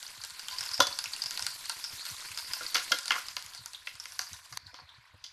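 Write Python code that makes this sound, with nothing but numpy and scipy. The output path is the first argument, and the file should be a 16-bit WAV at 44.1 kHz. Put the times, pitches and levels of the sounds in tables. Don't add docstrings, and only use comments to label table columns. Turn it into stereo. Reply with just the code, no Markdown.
import sys
import numpy as np
from scipy import signal
from scipy.fft import rfft, irfft
from scipy.io import wavfile

SR = 44100
rng = np.random.default_rng(int(sys.argv[2]) if len(sys.argv) > 2 else 0)


def master(y):
    cut = np.clip(np.atleast_2d(y).T, -1, 1)
    pcm = np.round(cut * 32767)
    wavfile.write(sys.argv[1], SR, pcm.astype(np.int16))


N = 234876
TIME = np.arange(N) / SR

# start_s, rise_s, contact_t60_s, rattle_db, boom_db, body_db, clack_db, clink_db, ring_db, crack_db,
# favoured_mode_hz
BLOWS = [(0.802, 0.00044, 0.011, -33, -32.5, -22.5, -28.5, -39, -31.5, -26.5, 1410),
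         (0.805, 0.0004, 0.0066, -28, -42, -33.5, -34, -43, -27.5, -26.5, 3860),
         (0.817, 0.0016, 0.055, -25, -42, -43, -38, -47, -41, -30.5, 3860),
         (0.868, 0.0014, 0.024, -35, -51.5, -46, -47, -50, -42, -33.5, 4430),
         (2.607, 0.0015, 0.024, -23, -51.5, -55, -40.5, -54, -63, -57, 1380),
         (2.744, 0.003, 0.017, -22, -52, -46, -38, -38, -41, -28.5, 4460),
         (2.753, 0.001, 0.011, -17, -47.5, -42, -29.5, -32, -33, -32, 3430),
         (2.765, 0.001, 0.018, -23, -55.5, -45, -40, -40, -40, -36, 4430),
         (2.917, 0.0028, 0.017, -31, -41.5, -43.5, -25, -34.5, -28, -27.5, 2900),
         (3.106, 0.0002, 0.012, -17, -49.5, -35.5, -28, -27.5, -36, -35.5, 3230),
         (3.117, 0.00098, 0.026, -18, -54, -40.5, -35, -35, -37.5, -38.5, 3215),
         (3.153, 0.0022, 0.02, -15, -63, -38.5, -36.5, -46, -54, -45, 1102),
         (3.179, 0.001, 0.02, -10, -65, -49, -41, -50, -55, -47, 1420),
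         (3.366, 0.0004, 0.007, -22.5, -59.5, -46, -48.5, -42.5, -42.5, -37, 4430),
         (3.871, 0.0007, 0.012, -20, -63.5, -56, -49, -38, -46, -49, 2690),
         (4.055, 0.00048, 0.0068, -25, -70, -59, -53, -47.5, -54, -46.5, 2500),
         (4.1915, 0.0003, 0.0049, -23.5, -59, -46, -39.5, -45, -49, -32.5, 1600),
         (4.524, 0.0011, 0.016, -23, -72, -53, -53, -57, -70, -46.5, 1700),
         (4.742, 0.0005, 0.009, -18.5, -64, -54, -60, -61, -55.5, -51.5, 1033),
         (4.785, 0.002, 0.05, -7, -65.5, -53.5, -58.5, -63, -70, -72, 942),
         (5.24, 0.00086, 0.012, -18, -75, -69, -67, -59.5, -48, -44.5, 3490)]
# pitch_hz, level_db, undamped_t60_s
PAN_MODES = [(290, -9, .08), (496, -5, .12), (565, -3, .13), (733, -7, .1), (942, -5, .08), (1025, -1, .12),
             (1105, -5, .08), (1190, -4, .06), (1385, 3, .05), (1432, 1, .08), (1622, -2, .06),
             (1710, -3, .06), (2080, -6, .1), (2198, -6, .06), (2500, -7, .04), (2690, -7, .05),
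             (2870, -3, .035), (3215, -4, .07), (3445, 1, .05), (3860, -4, .04), (4430, -2, .035),
             (4840, 3, .04), (5150, -4, .03), (5570, -4, .03), (5880, -3, .03)]
# start_s, level_db of its unscaled tones and grit
CUT = (4.5724, -29)
CUT_S = CUT[0]

LIVELY_DB = -47.5
DULL_DB = 13
STEREO_WIDTH = .5
OPPOSITE = np.array([[1], [-1]])


def from_db(db):
    return 10 ** (np.asarray(db) / 20)


def rms_one(x):
    return x / np.sqrt(np.mean(x ** 2) + 1e-20)


def peak_one(x):
    return x / np.abs(x).max()


def at_hz(points, hz):
    hz_points, db_points = np.transpose(points)
    return np.interp(np.log(hz), np.log(hz_points), db_points)


def band(x, low_hz, high_hz, order=2):
    edges_hz = [low_hz, min(high_hz, .45 * SR)]
    return signal.sosfilt(signal.butter(order, edges_hz, "band", fs=SR, output="sos"), x)


def resonate(x, hz, width_hz):
    radius = np.exp(-np.pi * width_hz / SR)
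    zeros = np.array([1, 0, -1]) * (1 - radius ** 2) / 2
    poles = [1, -2 * radius * np.cos(2 * np.pi * hz / SR), radius ** 2]
    return signal.lfilter(zeros, poles, x)


def colour(x, spectrum):
    size = 2 ** 18
    gain = from_db(at_hz(spectrum, np.fft.rfftfreq(size, 1 / SR) + 1))
    return irfft(rfft(x, size) * gain)[..., :N]


def drift(rate_hz):
    r = np.exp(-2 * np.pi * rate_hz / SR)
    slow = signal.lfilter([1], [1, -2 * r, r * r], rng.standard_normal(N + SR))
    return rms_one(slow[SR:])


def add(track, s, sound):
    start = int(s * SR)
    track[start:start + len(sound)] += sound[:N - start]


def burst(x, t60, rise_s):
    t = TIME[:len(x)]
    return x * from_db(-60 * t / max(t60, .002)) * (1 - np.exp(-t / rise_s))


def sine(hz, t):
    return np.sin(2 * np.pi * (hz * t + rng.random()))


def burner(level_db=-75):
    # pitch_hz, relative_level_db
    flame_spectrum = [(13, -67), (22, -2), (32, -6), (86, 8.5), (123, 0.5), (232, -22), (300, -12),
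                      (376, -63), (400, -18), (520, -17), (880, -120)]
    rumble = colour(rng.standard_normal(N), flame_spectrum)
    return from_db(level_db) * rms_one(rumble * from_db(4 * drift(14)))


def low_bumps(bump_db=-1, bump_t60=0.12, lead_s=0.0046, pat_db=-9, pat_t60=.06,
              random_per_s=2, random_db=-60.5, spread_db=6):
    # start_s, level_db
    set_bumps = [(0.177, -56), (0.516, -58), (0.7, -54), (0.789, -45), (0.879, -53.5), (1.065, -58),
                 (1.242, -53.5), (1.413, -51), (1.588, -66), (1.76, -62), (1.923, -48), (2.107, -48),
                 (2.3, -52), (2.485, -54), (3.29, -61.5), (3.444, -57.5), (3.588, -51.5), (3.937, -57),
                 (4.312, -47.5), (4.513, -50.5), (4.656, -52), (4.813, -54), (4.975, -56), (5.132, -52.5)]
    out = np.zeros(N)
    chance = rng.random((int(random_per_s * N / SR), 2))
    random_bumps = [(when * TIME[-1], random_db + spread_db * (size - .5)) for when, size in chance]
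    for s, level_db in list(set_bumps) + random_bumps:
        noise = rng.standard_normal(SR // 4)
        thump = peak_one(band(burst(noise, bump_t60, 0.0033), 65, 126, order=3))
        pat = peak_one(band(burst(noise, pat_t60, 0.0057), 110, 266))
        add(out, max(s - lead_s, 0), from_db(level_db + bump_db) * thump)
        add(out, s, from_db(level_db + pat_db) * pat)
    return out


def kitchen(x, t60=0.38, treble_db=-3):
    t = TIME[:SR // 2]
    noise = rng.standard_normal((3, len(t)))
    treble = band(noise[:2], 4000, 13000) * from_db(treble_db - 75 * t / t60)
    tail = band(noise[2], 130, 12300) * from_db(-60 * t / t60) + treble
    tail = tail * np.clip(t / .007 - 1.3, 0, 1)
    return signal.fftconvolve(x[None], tail / np.sqrt(np.sum(tail[0] ** 2)), axes=1)[:, :N]


def bowl(x, spread_db=-9):
    echoes = burst(rng.standard_normal(SR // 100), 0.0025, 0.00056)
    side = signal.fftconvolve(x, echoes / np.linalg.norm(echoes))[:N]
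    return x + from_db(spread_db) * side * OPPOSITE


def wok(contact, ring_db=-9, scatter_db=2.5):
    t = TIME[:SR // 4]
    ring = 0
    for hz, mode_db, t60 in PAN_MODES:
        strength = from_db(mode_db + scatter_db * rng.standard_normal()) / np.sqrt(t60)
        ring = ring + strength * from_db(-60 * t / t60) * sine(hz, t)
    ringing = signal.fftconvolve(contact, ring / np.linalg.norm(ring))[:len(contact)]
    return contact + from_db(ring_db) * ringing


def mode_gap(x, hz=395, width_hz=110):
    return x - resonate(x, hz, width_hz)


def cut_click(length_s=0.00336, grit_db=-6):
    # pitch_hz, level_db
    click_tones = [(1020, -6.5), (1750, -9), (2200, -8), (3400, -13.5), (4450, -0.5), (6100, -4)]
    out, t = np.zeros(N), TIME[:int(length_s * SR)]
    tones = sum(from_db(db) * sine(hz, t) for hz, db in click_tones)
    grit = from_db(grit_db) * rms_one(band(rng.standard_normal(len(t)), 2800, 10500))
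    add(out, CUT_S, from_db(CUT[1]) * (tones + grit) * signal.windows.tukey(len(t), .2))
    return out


def drags(slips_per_s=170, sing_db=-3, sing_hz=1018, sing_width_hz=22):
    # start_s, length_s, level_db
    strokes = [(0.509, 0.041, -45.5), (0.622, 0.02, -47), (0.697, .018, -50.5), (2.492, 0.095, -52.5)]
    out, t = np.zeros(N), TIME[:SR // 4]
    for s, length_s, db in strokes:
        moving = t < length_s
        slips = (rng.random(len(t)) < slips_per_s / SR) * moving + 1e-6 * moving
        envelope = signal.lfilter([1], [1, -np.exp(-1 / (0.0023 * SR))], slips)
        grit = envelope * rng.standard_normal(len(t))
        rub = rms_one(wok(band(grit, 1100, 6400)))
        sing = rms_one(resonate(grit, sing_hz, sing_width_hz))
        add(out, s, from_db(db) * np.sqrt(length_s / t[-1]) * (rub + from_db(sing_db) * sing))
    return out


def shoves(t60=0.035, rise_s=0.0015):
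    # start_s, peak_db
    pushes = [(0.793, -27), (2.61, -45.5), (2.64, -48), (2.75, -39), (2.91, -35.5), (2.934, -35.5),
              (3.099, -46), (3.155, -44), (4.731, -52), (5.141, -54)]
    # pitch_hz, width_hz, level_db
    low_resonances = [(295, 90, -6), (517, 150, 0.5)]
    out = np.zeros(N)
    for s, peak_db in pushes:
        push = burst(rng.standard_normal(SR // 2), t60, rise_s)
        thud = 0
        for hz, width_hz, db in low_resonances:
            answer = resonate(resonate(push, hz, width_hz), hz, 3 * width_hz)
            thud = thud + from_db(db) * peak_one(answer)
        add(out, s, from_db(peak_db) * peak_one(thud))
    return out


def clang():
    # pitch_hz, level_db, t60_s
    singing_modes = [(496, -39, .12), (564, -33, .16), (735, -35, .11), (1026, -40, .13), (1427, -29, .1),
                     (3463, -24.5, .29), (4830, -31, .05), (8220, -43, .14)]
    out, t = np.zeros(N), TIME[:SR // 2]
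    for hz, level_db, t60 in singing_modes:
        add(out, BLOWS[0][0], from_db(level_db) * burst(sine(hz, t), t60, .002))
    return out


def spoon(rattle_t60=0.21, grit_db=5.5, top_db=-12.0, scatter_db=2.5, spot_db=8, spot_octaves=0.063, blow_s=.015):
    out, t = np.zeros(N), TIME[:SR // 3]
    edges_hz = [250, 750, 1250, 1900, 2950, 4200, 6500, 13000]

    def strength(x):
        return np.sqrt(np.mean(x[:int(blow_s * SR)] ** 2))

    for s, rise_s, contact_t60, rattle_db, *colour_db, spot_hz in BLOWS:
        noise = rng.standard_normal((3, len(t)))
        slips = from_db(grit_db * rms_one(band(noise[2], 58, 290, order=1)))
        rattle = wok(burst(noise[1] * slips, rattle_t60, 0.0034), ring_db=-9.5)
        contact = burst(noise[0], contact_t60, rise_s) + from_db(rattle_db) * rattle
        damping = min(contact_t60 / .02, .9)
        modes = 0
        for hz, db, t60 in PAN_MODES:
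            favour_db = spot_db * np.exp(-(np.log2(hz / spot_hz) / spot_octaves) ** 2)
            mode_db = db + favour_db + scatter_db * rng.standard_normal()
            modes = modes + from_db(mode_db) * burst(sine(hz, t), t60 * damping, rise_s)
        metal = modes / strength(modes) + contact / strength(contact)
        for db, low, high in zip(colour_db + [colour_db[-1] + top_db], edges_hz, edges_hz[1:]):
            part = band(metal, low, high, order=4)
            dull_db = DULL_DB / 2 * (s > CUT_S and high == edges_hz[-1])
            add(out, s, from_db(db - dull_db) * part / strength(part))
    return out


def vigour(flare_db=1.5, flare_s=0.103):
    # time_s, level_db
    frying = [(0.0, -52), (0.32, -54), (0.7, -47.5), (1.01, -52), (1.34, -47.5), (1.7, -50.5), (1.88, -48),
              (2.32, -48.5), (2.54, -47.5), (3.04, -48.5), (3.38, -55.5), (3.75, -63), (3.95, -61.5),
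              (4.07, -59.5), (4.22, -56.5), (4.41, -60.5), (4.5, -61)]
    # time_s, level_db
    settled = [(4.6, -63), (5.32, -67)]
    s, db = np.transpose(np.vstack([frying, settled]))
    flares = [(TIME > row[0]) * np.exp(-np.abs(TIME - row[0]) / flare_s) for row in BLOWS]
    return np.interp(TIME, s, db) + flare_db * np.max(flares, axis=0)


def steam(rest_db=-3, rest_hz=4600, follows=0.85, waver_db=3, wander_hz=300,
          rise_s=0.022, fall_s=.05, sag_hz_per_s=3000):
    # loudest_s, level_db, pitch_hz
    presses = [(0.521, -40.5, 4540), (0.601, -43.5, 5060), (0.735, -41, 5040), (0.999, -45.5, 4790),
               (1.32, -43.5, 4670), (1.71, -46, 4400), (1.862, -41.5, 5130), (1.95, -46, 4385),
               (2.001, -46, 4050), (2.07, -46.5, 4460), (2.26, -45, 4950), (2.39, -44.5, 4690),
               (2.45, -42, 4900), (2.57, -43.5, 4730), (2.858, -45, 4445), (3.097, -40.5, 5200),
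               (3.571, -45, 4590), (3.749, -49, 3796), (4.282, -51.5, 5040), (4.78, -51, 4550),
               (4.899, -54.5, 3510)]
    leak_db = LIVELY_DB + rest_db + follows * (vigour() - LIVELY_DB) + waver_db * drift(8.05)
    power = from_db(leak_db) ** 2
    weighted_hz = power * (rest_hz + wander_hz * drift(6))
    for s, db, hz in presses:
        t = TIME - s
        press = (from_db(db) * np.exp(-np.maximum(-t / rise_s, t / fall_s))) ** 2
        power = power + press
        weighted_hz = weighted_hz + press * (hz - sag_hz_per_s * t)
    return 10 * np.log10(power), weighted_hz / power


def squeal(width_hz=380, level_db=-3, wander_hz=150):
    steam_db, hz = steam()
    phase = 2 * np.pi * np.cumsum(hz + wander_hz * drift(25.0)) / SR
    squeak = drift(width_hz) * np.cos(phase) + drift(width_hz) * np.sin(phase)
    sputter = from_db(3 * drift(45))
    return from_db(steam_db + level_db) * rms_one(squeak * sputter)


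def bubbles(per_s=220, level_db=-5.5, size_db=4.0, cycles=14):
    middle_db = fry_levels()[1]
    out, t = np.zeros(N), TIME[:SR // 20]
    for when, pitch, size in rng.random((int(per_s * N / SR), 3)):
        hz = 1000 * 4 ** pitch
        blip_db = middle_db[int(when * N)] + level_db + size_db * min(-np.log(1 - size), 2)
        blip = burst(np.sin(2 * np.pi * hz * t * (1 + 4 * t)), cycles / hz, 0.00039)
        add(out, when * N / SR, from_db(blip_db) * blip)
    return out


def crackle(clusters_per_s=75, count=5, cluster_s=.008, level_db=4, spatter_s=.04, spatter_db=4,
            size_db=3.5, cycles=5, low_hz=1800, high_hz=7500):
    out, t, vigour_db = np.zeros(N), TIME[:SR // 100], vigour()
    starts_s = rng.random(int(clusters_per_s * N / SR)) * TIME[-1]
    clusters = [(s, cluster_s, 0) for s in starts_s]
    spatters = [(s, spatter_s, spatter_db) for s, *_ in BLOWS]
    for start_s, span_s, extra_db in clusters + spatters:
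        for delay, pitch, size in rng.random((count, 3)):
            s = min(start_s - span_s * np.log(1 - delay), TIME[-2])
            hz = low_hz * (high_hz / low_hz) ** pitch
            crack_db = vigour_db[int(s * SR)] + level_db + extra_db + size_db * min(-np.log(1 - size), 3)
            crack_db = crack_db - DULL_DB * pitch * (s > CUT_S)
            decay = from_db(-60 * t * hz / (2 * cycles))
            add(out, s, from_db(crack_db) * decay * np.sin(2 * np.pi * hz * t))
    return out


def small_spits(per_s=20, level_db=2.5, usual_hz=4730, spread_db=6.0, spread_octaves=0.2,
                snap_db=-7, snap_spread_db=5):
    chance = rng.random((int(per_s * N / SR), 4))
    s = chance[:, 0] * TIME[-1]
    size, pitch, snap = np.sqrt(12) * (chance[:, 1:].T - .5)
    db = np.interp(s, TIME, vigour()) + level_db + spread_db * size
    snaps_db = db + snap_db + snap_spread_db * snap - DULL_DB * (s > CUT_S)
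    return list(zip(s, db, usual_hz * 2 ** (spread_octaves * pitch), snaps_db))


def spits(ping_s=.0007, bounce_s=0.0026, bounce_db=-7, ping_db=2, spurt_t60=0.086, snap_t60=0.0026,
          tick_t60=0.045, width_hz=700, spurt_db=-7, crack_db=5, tick_db=-5):
    # start_s, level_db, pitch_hz, snap_level_db
    big_drops = [(0.0278, -36, 4500, -31.5), (0.065, -33.5, 4630, -42), (0.215, -33.5, 4720, -46),
                 (0.237, -31, 4380, -26.5), (0.248, -37, 4900, -30), (0.298, -42, 4700, -38),
                 (0.305, -40, 4370, -35), (0.394, -31, 4860, -32), (0.4834, -29.5, 3140, -27.5),
                 (0.5842, -22.5, 4950, -49.5), (0.6075, -26, 5300, -26.5), (0.629, -37, 3660, -34),
                 (0.637, -39, 2900, -32.5), (0.661, -30.5, 5100, -31), (0.6896, -26.5, 4600, -41),
                 (0.714, -28, 4910, -33), (0.7345, -27, 4820, -50), (0.7417, -21.5, 5130, -50),
                 (0.778, -28, 5100, -32), (0.9264, -26.5, 4440, -59), (0.9877, -21.5, 4610, -22.5),
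                 (1.04, -27.5, 5170, -27), (1.057, -27, 2580, -32), (1.134, -23.5, 4440, -35),
                 (1.1629, -36.5, 2800, -32.5), (1.219, -19.5, 4780, -37.5), (1.2376, -31, 5080, -29),
                 (1.259, -22, 4990, -32), (1.308, -34, 4300, -24), (1.3741, -26, 4430, -24),
                 (1.3931, -29, 4930, -25), (1.4233, -27, 5300, -25.5), (1.4653, -25, 4415, -20.5),
                 (1.6559, -34, 4520, -31.5), (1.6954, -22.5, 4370, -21), (1.8402, -27, 5130, -30.5),
                 (1.846, -29.5, 5370, -34), (2.0524, -32, 4340, -30), (2.064, -32, 4630, -37),
                 (2.0883, -31.5, 4400, -39), (2.2047, -50, 6520, -33), (2.286, -41, 2310, -42),
                 (2.316, -34, 2560, -46), (2.3742, -27.5, 4850, -28), (2.386, -32, 4950, -28),
                 (2.393, -32, 4800, -38), (2.534, -22.5, 5000, -23), (2.6326, -34.5, 4600, -33),
                 (2.6642, -25, 4650, -47), (2.9863, -30, 4970, -25.5), (3.0564, -30.5, 4510, -27.5),
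                 (3.0798, -27, 4420, -25.5), (3.266, -44, 5600, -39), (3.2837, -30.5, 4930, -31),
                 (3.4241, -50, 5000, -29.5), (3.462, -40, 5370, -36), (3.535, -43, 3400, -42),
                 (3.5478, -38.5, 4910, -35), (3.576, -38, 4300, -42), (3.6589, -42, 4640, -27.5),
                 (3.733, -39, 4380, -37.5), (3.7465, -32.5, 3654, -48), (3.953, -46, 5100, -42),
                 (3.9986, -30, 5510, -41), (4.039, -43, 4980, -42), (4.1206, -40, 5630, -37),
                 (4.331, -37.5, 5890, -33.5), (4.667, -38.5, 4320, -68), (4.891, -44, 3500, -73)]
    out, ticks = np.zeros((2, N))
    t = TIME[:SR // 12]
    for s, level_db, hz, snap_db in list(big_drops) + small_spits():
        noise = rng.standard_normal((3, len(t)))
        swell = sum(from_db(k * bounce_db) * np.exp(-((t - k * bounce_s) / ping_s - 2) ** 2) for k in range(3))
        ping = swell * np.sin(2 * np.pi * hz * t)
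        spurt = peak_one(resonate(burst(noise[0], spurt_t60, .001), hz, width_hz))
        snap = peak_one(band(burst(noise[1], snap_t60, 0.00062), 3160, 9500))
        tick = peak_one(band(burst(noise[2], tick_t60, 0.0001), 920, 5300))
        add(out, s, from_db(level_db + ping_db) * ping + from_db(level_db + spurt_db) * spurt)
        add(out, s + ping_s, from_db(snap_db + crack_db) * snap)
        add(ticks, s + ping_s, from_db((level_db + snap_db) / 2 + tick_db) * tick)
    return out + wok(ticks, ring_db=-9, scatter_db=4.5)


def fry_levels(crackle_room_db=2.5):
    # lively_level_db, share_of_swing
    fry_law = [(-44.5, 0.41), (-38.5, 0.68), (-42.5, 0.82)]
    swing_db = vigour() - LIVELY_DB
    low_db, middle_db, treble_db = [db + share * swing_db for db, share in fry_law]
    return np.array([low_db, middle_db - crackle_room_db, treble_db - DULL_DB * (TIME > CUT_S)])


def sizzle(per_s=600, size_db=3.0, hiss_db=-6.0, patchy_db=2.06, level_db=-0.57, flutter_db=1.7,
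           hollow_hz=2940, hollow_octaves=0.17, hollow_depth_db=17, hollow_s=.3):
    # pitch_hz, level_db
    wok_spectrum = [(200, -26), (330, -35), (420, -40), (620, -8.5), (830, -10), (1030, 5), (1200, -11.5),
                    (1450, 1.5), (1900, -1), (2900, -5), (4500, 1.5), (6000, -1), (8000, -0.5),
                    (13000, -4.5)]
    centres_hz = [1400, 3000, 7000]
    density_db = fry_levels()
    hollow = (TIME > CUT_S) & (TIME < CUT_S + hollow_s)
    together_db = level_db + flutter_db * drift(26)
    edges_hz = [180, 700, 1000, 1400, 1900, 2500, 3200, 4000, 5000, 6200, 7600, 9200, 11000, 14000]
    out = 0
    for low, high in zip(edges_hz, edges_hz[1:]):
        born = np.flatnonzero(rng.random(N) < per_s / SR)
        power = np.zeros(N)
        power[born] = from_db(size_db * np.minimum(rng.exponential(1, len(born)), 5)) ** 2
        decaying = signal.lfilter([1], [1, -np.exp(-1 / (0.0054 * SR))], power + 1e-18)
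        puffs = rms_one(np.sqrt(decaying))
        envelope = np.hypot(puffs, from_db(hiss_db))
        fizz = band(rms_one(rng.standard_normal((2, N)) * envelope), low, high, order=3)
        middle_hz = np.sqrt(low * high)
        shares = [np.interp(np.log(middle_hz), np.log(centres_hz), one) for one in np.eye(len(centres_hz))]
        octaves = np.log2(middle_hz / hollow_hz)
        hollow_db = hollow * hollow_depth_db * np.exp(-(octaves / hollow_octaves) ** 2)
        band_db = np.dot(shares, density_db) - hollow_db + together_db + patchy_db * drift(25.5)
        out = out + fizz * from_db(band_db)
    mid, side = colour(out, wok_spectrum)
    return mid + STEREO_WIDTH * side * OPPOSITE


def scene():
    drops = spits() + bubbles() + crackle()
    knocks = spoon() + drags()
    room = kitchen(from_db(-11.0) * drops + from_db(-14.0) * knocks)
    struck = mode_gap(knocks + shoves() + clang() + room)
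    background = burner() + low_bumps() + cut_click()
    return background + struck + bowl(squeal() + drops) + sizzle()


def record(dry, side_from_hz=4200, cutoff_hz=13250):
    mid = dry.mean(0)
    side_filter = signal.ellip(10, .3, 75, side_from_hz, "high", fs=SR, output="sos")
    side = signal.sosfilt(side_filter, (dry[0] - dry[1]) / 2)
    both = mid + side * OPPOSITE
    return signal.sosfilt(signal.ellip(10, .3, 75, cutoff_hz, fs=SR, output="sos"), both)


dry = scene()
out = record(dry)
master(out)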